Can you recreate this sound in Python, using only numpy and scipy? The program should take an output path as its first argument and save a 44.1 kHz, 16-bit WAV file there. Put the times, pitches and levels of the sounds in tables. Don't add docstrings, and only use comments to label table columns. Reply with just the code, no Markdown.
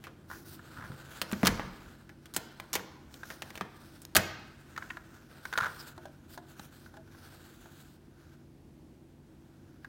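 import sys
import numpy as np
from scipy import signal
from scipy.fft import rfft, irfft
from scipy.io import wavfile
from scipy.ndimage import uniform_filter1d, map_coordinates

SR = 44100
rng = np.random.default_rng(int(sys.argv[2]) if len(sys.argv) > 2 else 0)


def transcribe(signal):
    frames = np.atleast_2d(signal).T
    limited = np.clip(frames, -1, 1)
    pcm = np.round(limited * 32767).astype(np.int16)
    wavfile.write(sys.argv[1], SR, pcm)


N = 435708
TIME_S = np.arange(N) / SR
BLOW_S = TIME_S[:8192]


def amp(db):
    return np.exp(np.asarray(db) * (np.log(10) / 20))


def unit(x):
    return x / np.sqrt(np.mean(x ** 2))


def sized(x):
    return x / np.sqrt(np.sum(x ** 2) / (SR / 100))


def read(points, hz):
    point_hz, value = np.transpose(points)
    return np.interp(np.log(np.maximum(hz, 1)), np.log(point_hz), value)


def colour(x, points, size=4096):
    gain = amp(read(points, np.fft.rfftfreq(size, 1 / SR)))
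    cepstrum = irfft(np.log(gain))
    cepstrum[1:size // 2] *= 2
    cepstrum[size // 2 + 1:] = 0
    impulse = irfft(np.exp(rfft(cepstrum)))
    return signal.oaconvolve(x, impulse)[:len(x)]


def fade(t_s, t60_s):
    return np.exp(-np.log(1000) * t_s / t60_s)


def burst(t60_s, rise_s=0.0012, lumpy_db=3):
    bunches = np.repeat(rng.standard_normal(len(BLOW_S) // 64), 64)
    crowd = rng.standard_normal(len(BLOW_S)) * amp(lumpy_db * bunches)
    return sized(crowd * fade(BLOW_S, t60_s) * (1 - np.exp(-BLOW_S / rise_s)))


def ring(modes, spread_db=3, detune=0.018):
    hz, db, t60_s = np.array(modes, np.float32).T[:, :, None]
    force, drift, side = rng.standard_normal((3, len(modes), 1)).astype(np.float32)
    t_s = BLOW_S.astype(np.float32)
    swing = np.sin(2 * np.pi * hz * (1 + detune * drift) * t_s) * fade(t_s, t60_s)
    return sized(np.sum(np.sign(side) * amp(db + spread_db * force) * swing, axis=0))


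def knock(hz, t60_s, rise_s):
    return sized(np.sin(2 * np.pi * hz * BLOW_S) * fade(BLOW_S, t60_s) * (1 - np.exp(-BLOW_S / rise_s)))


def walk(rate_hz):
    step = int(SR / rate_hz)
    targets = np.repeat(rng.standard_normal(N // step + 1), step)
    return unit(uniform_filter1d(targets, step)[:N])


def add(track, start_s, sound):
    i = int(start_s * SR)
    track[i:i + len(sound)] += sound[:N - i]


# frequency in Hz, relative level in dB.
AIR_COLOUR = [(25, -23.5), (45, -4.5), (85, -2), (115, -5.5), (240, -5), (340, -5.5), (450, -16.5),
              (800, -21.5), (1200, -29), (3000, -34.5), (8000, -40.5), (16000, -44)]
# frequency in Hz, level in dB, rms wander in Hz.
HUM_LINES = [(89.2, -66, 4.3), (141.8, -62.5, 0.47), (236.5, -68.5, 2.7), (329.7, -66, 4)]
AIR_DB = -56.5


def house(swell_db=-0.84):
    out = unit(colour(rng.standard_normal(N), AIR_COLOUR)) * amp(AIR_DB + swell_db * walk(3))
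    for hz, db, wander_hz in HUM_LINES:
        phase = 2 * np.pi * np.cumsum(hz + wander_hz * walk(13)) / SR
        out += amp(db) * unit(np.sin(phase))
    return out


# frequency in Hz, gain in dB.
HALL_COLOUR = [(40, -5.5), (100, 5.5), (300, 2.5), (500, 5.5), (1500, -2.5), (4500, -4.5), (7000, -5.5),
               (12000, -6), (16000, -10.5)]
# frequency in Hz, t60 in s.
HALL_DECAY = [(60, 1), (200, 0.72), (500, 0.63), (1500, .9), (5000, 0.8), (9000, 0.29), (16000, 0.41)]


def hall(x, build_s=0.0027):
    hz, frame_s, cells = signal.stft(rng.standard_normal(SR), SR, nperseg=256)
    decay = fade(frame_s, read(HALL_DECAY, hz)[:, None])
    tail = signal.istft(cells * decay, SR)[1][:SR]
    tail = tail * (1 - np.exp(-TIME_S[:SR] / build_s))
    tail = tail / np.sqrt(np.sum(tail ** 2))
    return signal.fftconvolve(x, colour(tail, HALL_COLOUR))[:N]


def cupped(x, lag_s=.00022, drift=.25, echo_db=-7):
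    late = np.arange(N) - SR * lag_s * np.exp(drift * walk(4))
    return unit(x + amp(echo_db) * map_coordinates(x, [late], order=3, mode="nearest"))


# frequency in Hz, relative level in dB.
CASE_RUB_COLOUR = [(200, -21), (500, -7), (1100, -9.5), (1500, -0.5), (1750, -8.5), (2100, -15),
                   (4000, -18), (16000, -54.5)]
SKIN_RUB_COLOUR = [(500, -24.5), (2200, 0), (3500, -1.5), (5700, -1), (9000, -4.5), (16000, -16)]
SKIN_HISS_COLOUR = [(3000, -39), (8000, -12), (11000, -6), (14500, -0.5), (16000, -1.5)]
# time in s, murmur level in dB.
HOLD_LEVELS = [(0, -66), (.27, -75), (.33, -74), (.7, -57), (1.3, -54), (1.85, -58.5), (2.15, -69.5),
               (2.55, -61.5), (3.0, -68), (3.35, -61), (4.0, -68.5), (4.6, -65.5), (4.85, -57),
               (5.25, -63.5), (5.7, -54.5), (6.2, -68), (6.55, -63), (7.07, -67.5), (7.25, -60.5),
               (8.0, -72.5), (8.3, -66), (8.6, -87.5), (9.88, -68.5)]
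# start in s, end in s, stroke level in dB.
SKIN_STROKES = [(0.295, 0.429, -59), (0.465, 0.557, -55), (1.113, 1.197, -67), (1.31, 1.47, -66),
                (3.11, 3.6, -69), (3.266, 3.347, -64), (3.745, 4.03, -71.5), (5.444, 5.914, -65),
                (5.78, 5.82, -61), (6.303, 6.357, -58), (6.482, 6.53, -64.5), (6.586, 6.673, -61.5),
                (6.73, 6.886, -67), (7.157, 7.962, -70.5), (7.797, 7.83, -64.5)]
BRISK_DB, HISS_GROWTH_DB_PER_DB = -63, .35


def grip(case_db=-5, rub_db=0, hiss_db=1.5, hold_rub_db=-8, hold_hiss_db=-11,
         grain_db=1.5, flutter_db=2, edge_s=0.022):
    slips = amp(grain_db * walk(700) + flutter_db * walk(45))
    case = unit(colour(slips * rng.standard_normal(N), CASE_RUB_COLOUR))
    rub = cupped(unit(colour(slips * rng.standard_normal(N), SKIN_RUB_COLOUR)))
    hiss = unit(colour(slips * rng.standard_normal(N), SKIN_HISS_COLOUR))
    hold = amp(np.interp(TIME_S, *np.transpose(HOLD_LEVELS)))
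    out = hold * (case + amp(hold_rub_db) * rub + amp(hold_hiss_db) * hiss)
    for start_s, end_s, db in SKIN_STROKES:
        span = slice(int((start_s - edge_s) * SR), int((end_s + edge_s) * SR))
        inside_s = np.minimum(TIME_S[span] - start_s, end_s - TIME_S[span])
        speed = np.clip(.5 + inside_s / (2 * edge_s), 0, 1)
        bright = amp(hiss_db + HISS_GROWTH_DB_PER_DB * (db - BRISK_DB))
        stroke = amp(case_db) * case[span] + amp(rub_db) * rub[span] + bright * hiss[span]
        out[span] += amp(db) * speed * stroke
    return out


# centre in s, level in dB, pitch in Hz, bandwidth in Hz, time to fall to 1/e in s.
SLAT_SQUEAK = (5.803, -49, 4950, 300, .014)


def squeak():
    centre_s, db, hz, width_hz, length_s = SLAT_SQUEAK
    b, a = signal.iirpeak(hz, hz / width_hz, fs=SR)
    whistle = unit(signal.lfilter(b, a, rng.standard_normal(N)))
    return amp(db) * whistle * np.exp(-((TIME_S - centre_s) / length_s) ** 2)


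# start in s, level in dB.
SLAT_FLICKS = [(5.978, -44.5), (6.054, -42), (6.376, -41), (6.940, -52.5), (6.969, -47), (7.657, -53.5)]
# frequency in Hz, relative level in dB, t60 in s.
SLAT_RING = [(379.6, -13, .3), (620, -5, 0.11), (703, -5.5, 0.13), (810, -1, 0.08), (920, -2.5, .035)]
# frequency in Hz, relative level in dB, t60 in s.
CASE_RING = [(1038, 1, 0.036), (1453, 0, .075), (1666, 0, 0.057), (3500, -17.5, 0.037)]
# frequency in Hz, relative level in dB.
CLICK_COLOUR = [(300, -9), (1500, 8), (2600, -8), (3800, -1.5), (5200, -10.5), (6600, -7.5), (9000, -17.5),
                (16000, -18)]


def slats(click_db=-9, click_t60_s=0.025, case_db=-7, slat_db=-2):
    out = np.zeros(N)
    for start_s, db in SLAT_FLICKS:
        click = sized(colour(burst(click_t60_s), CLICK_COLOUR, size=512))
        note = amp(slat_db) * ring(SLAT_RING, detune=.04) + amp(case_db) * ring(CASE_RING)
        add(out, start_s, amp(db) * (note + amp(click_db) * click))
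    return out


# start in s, hold in s, slip level in dB before decay and scatter.
SLIP_RUNS = [(0.319, 0.0076, -47.5), (0.766, 0.088, -48.5), (5.6, 0.043, -30.5)]
SLIPS_PER_S, SLIPS_PER_RUN = 110, 24
PATTER_T60_S, SLIP_CLICK_DB = .17, -13.5


def patter(case_hz=1450, jitter=.18, scatter_db=2, detune=.06):
    slips = []
    for start_s, hold_s, run_db in SLIP_RUNS:
        for k, (late, force, place) in enumerate(rng.standard_normal((SLIPS_PER_RUN, 3))):
            age_s = (k + jitter * late) / SLIPS_PER_S
            dying_db = 20 * np.log10(fade(max(age_s - hold_s, 0), PATTER_T60_S))
            slip_db = run_db + dying_db + scatter_db * force
            slips.append((start_s + age_s, slip_db, case_hz * np.exp(detune * place), SLIP_CLICK_DB))
    return slips


# start in s, note level in dB, case pitch in Hz, click level in dB relative to the note.
PHONE_TAPS = [(.301, -45, 1420, -9), (.313, -41.5, 1440, -21), (.593, -50, 1410, -20),
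              (.918, -49, 1390, -11.5), (3.232, -40, 1560, -14), (4.763, -44, 1820, -8),
              (4.777, -35, 1330, -8), (4.8236, -40.5, 1570, -30), (4.9021, -43.5, 2650, -21),
              (4.905, -38, 1870, -16), (4.97, -39.5, 1390, -11), (5.453, -36.5, 1530, -7),
              (5.527, -37, 1580, -5), (5.536, -36, 1520, -3.5), (5.555, -35.5, 1476, -24),
              (5.576, -28, 1466, -2), (5.5845, -27.5, 1440, -8.5), (6.595, -48.5, 866, 2.5),
              (6.86, -53, 1500, -7), (7.147, -55.5, 1490, -17), (9.846, -44, 1624, -13)]
# multiple of the pitch, relative level in dB.
GRIT_COLOUR = [(.2, -19), (.45, -7), (.7, -0.5), (1.25, -1), (1.75, -16.5), (6, -34.5)]
TAP_T60_S = 0.029


def taps(rise_s=0.00055, case_db=-6, grit_db=-3, click_share=0.72):
    out = np.zeros(N)
    for start_s, db, hz, click_db in PHONE_TAPS + patter():
        grit_points = [(hz * ratio, level_db) for ratio, level_db in GRIT_COLOUR]
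        grit = sized(colour(burst(TAP_T60_S), grit_points, size=512))
        note = knock(hz, TAP_T60_S, rise_s) + amp(case_db) * ring(CASE_RING) + amp(grit_db) * grit
        click = sized(colour(burst(click_share * TAP_T60_S, rise_s=.00015), CLICK_COLOUR, size=512))
        add(out, start_s, amp(db) * (sized(note) + amp(click_db) * click))
    return out


# start in s, level in dB, main pitch in Hz.
DULL_BLOWS = [(.785, -44, 125), (.84, -44.5, 110), (.90, -38, 133), (1.328, -29, 219), (1.432, -28.5, 720),
              (1.434, -21.5, 228), (1.495, -39, 170.1), (2.366, -40.5, 326), (2.756, -38.5, 395),
              (3.610, -38, 680), (4.159, -27.5, 700), (4.169, -33, 330), (4.181, -32.5, 95),
              (5.619, -42.5, 124), (6.595, -46.5, 203)]
# frequency in Hz, relative level in dB, t60 in s.
PANEL_RING = [(190, -1.5, 0.16), (246.5, -11, 0.041), (326, 4, .07), (440, -1, 0.053), (532, -1, 0.061),
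              (754.7, 2, 0.027), (1005, -4.5, 0.015)]
THUD_CYCLES, RUMBLE_DB, RUMBLE_T60_S = 5.7, -6, 0.24


def thuds(rise_s=0.003, panel_db=-13):
    out = np.zeros(N)
    rumble_points = [(25, -26.5), (45, -14), (90, 0), (220, -5.5), (400, -13.5), (1200, -45)]  # Hz, dB
    for start_s, db, hz in DULL_BLOWS:
        rumble = sized(colour(burst(RUMBLE_T60_S, rise_s=0.011), rumble_points))
        thud = knock(hz, THUD_CYCLES / hz, rise_s)
        add(out, start_s, amp(db) * (thud + amp(panel_db) * ring(PANEL_RING) + amp(RUMBLE_DB) * rumble))
    return out


SWAY_S, SWAY_DB, SWAY_RISE_S, SWAY_T60_S = 1.505, -41, .022, .85


def door_sway():
    sway_points = [(22, -19.5), (40, 1.5), (65, -4.5), (110, -20), (300, -44.5), (1000, -84)]  # Hz, dB
    sway = unit(colour(rng.standard_normal(N), sway_points))
    since_s = TIME_S - SWAY_S
    swing = np.exp(np.minimum(since_s, 0) / SWAY_RISE_S) * fade(np.maximum(since_s, 0), SWAY_T60_S)
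    return amp(SWAY_DB) * swing * sway


CONTACT_HZ, TREBLE_DB_PER_OCTAVE, HIGHEST_CONTACT_HZ = 4630, 9, 9500


def contact_pitch(treble_db):
    return min(CONTACT_HZ * 2 ** (treble_db / TREBLE_DB_PER_OCTAVE), HIGHEST_CONTACT_HZ)


# release in s, stop in s, then release, catch, stop, rebound and treble in dB, stop pitch in Hz.
BOLT_THROWS = [(1.4513, 1.4701, -31.5, -26.5, -18.5, -30, -2, 4350),
               (2.3386, 2.364, -42.5, -44.5, -27.5, -37, 7, 8600),
               (2.7308, 2.7533, -31, -32.5, -29.5, -30.5, 5, 2680),
               (4.1505, 4.1654, -25, -21, -16.5, -20.5, 0, 10100)]
# start in s, level in dB, treble in dB, chatter t60 in s.
METAL_KNOCKS = [(.040, -45.5, -9.5, .11), (.069, -45, -18, .06), (1.2157, -29, -4.5, .04),
                (1.3151, -41, -7, .016), (1.3234, -43, 9.5, .007), (1.331, -36.5, -14, .02),
                (1.4311, -28.5, -14.5, 0.13), (1.478, -28, -12, .13), (1.596, -34, -23, .11),
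                (2.093, -51, -11.5, .04), (2.257, -51.5, -4.5, .045), (2.5994, -40.5, -8, .022),
                (2.795, -44, -20, .05), (3.1414, -49.5, -3.5, .012), (3.303, -40.5, -10.5, .07),
                (3.421, -38, -8.5, .03), (3.504, -47, -10.5, .02), (3.555, -44, -4, .06),
                (3.576, -43, -9, .025), (3.610, -32.5, -18, .04), (4.018, -51, 8.5, .06),
                (4.051, -46.5, 2, .007)]
CATCH_SHARE, CATCH_TREBLE_DB = .33, -4
SLIDE_T60_S, STOP_T60_S = 0.083, 0.033
REBOUND_S, REBOUND_TREBLE_DB, REBOUND_T60_S = .0015, -14.5, 0.079


def contacts():
    knocks, stops = list(METAL_KNOCKS), []
    for release_s, stop_s, release_db, catch_db, stop_db, rebound_db, treble_db, stop_hz in BOLT_THROWS:
        catch_s = release_s + CATCH_SHARE * (stop_s - release_s)
        knocks.append((release_s, release_db, treble_db, SLIDE_T60_S))
        knocks.append((catch_s, catch_db, treble_db + CATCH_TREBLE_DB, SLIDE_T60_S))
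        knocks.append((stop_s + REBOUND_S, rebound_db, treble_db + REBOUND_TREBLE_DB, REBOUND_T60_S))
        stops.append((stop_s, stop_db, treble_db, STOP_T60_S, stop_hz))
    return stops + [(s, db, treble_db, t60_s, contact_pitch(treble_db)) for s, db, treble_db, t60_s in knocks]


# frequency in Hz, relative level in dB, t60 in s.
LOCK_RING = [(1120, -2, 0.034), (1237, -4, 0.1), (1702, 1, 0.11), (1890, 0, 0.1), (2480, -8.5, .03),
             (3170, -1.5, 0.13), (4280, -5, .05), (5450, -3, .04), (6540, -4, 0.046), (7450, -7.5, 0.019),
             (8830, -4.5, .03), (10100, -7.5, 0.032), (13000, -2, .03)]
# frequency in Hz, relative level in dB.
STEEL_COLOUR = [(150, -18.5), (600, -4.5), (1200, -0.5), (2000, -3), (4200, -5.5), (6000, -5.5),
                (10000, -10), (12500, -10.5), (14500, -7.5), (16000, -12)]
PANEL_DB, PANEL_DB_PER_TREBLE_DB = -16, -0.56


def lock(crack_t60_s=0.0058, chatter_db=-1.0, ring_db=-15, contact_db=6, contact_width=1.6):
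    near, spread = np.zeros((2, N))
    for start_s, db, treble_db, t60_s, hz in contacts():
        crack = burst(crack_t60_s, rise_s=0.00016, lumpy_db=-2.5)
        chatter = burst(t60_s, rise_s=0.0024, lumpy_db=1.5)
        contact = sized(colour(crack + amp(chatter_db) * chatter, STEEL_COLOUR, size=512))
        steel = contact + amp(ring_db) * ring(LOCK_RING)
        steel = sized(colour(steel, [(1800, 0.00035), (8000, treble_db)], size=512))
        beam_points = [(hz / contact_width, 0), (hz, contact_db), (hz * contact_width, 0)]
        beamed = sized(colour(steel, beam_points, size=512))
        panel = amp(PANEL_DB + PANEL_DB_PER_TREBLE_DB * treble_db) * ring(PANEL_RING)
        add(near, start_s, amp(db) * (beamed + panel))
        add(spread, start_s, amp(db) * (steel + panel))
    return near, spread


def scene(lock_wet_db=-10.5, thud_wet_db=-12, tap_wet_db=-15):
    metal, spread = lock()
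    dull = thuds() + door_sway()
    touch = taps() + slats()
    echo = hall(amp(lock_wet_db) * spread + amp(thud_wet_db) * dull + amp(tap_wet_db) * touch)
    mono = house() + echo + grip() + squeak() + touch + dull + metal
    return np.tile(mono, (2, 1))


TOP_HZ = 16000


def record(dry, ceiling=1.0):
    rounded = ceiling * np.tanh(dry / ceiling)
    return signal.sosfilt(signal.ellip(10, .2, 70, TOP_HZ, fs=SR, output="sos"), rounded)


dry = scene()
out = record(dry)
transcribe(out)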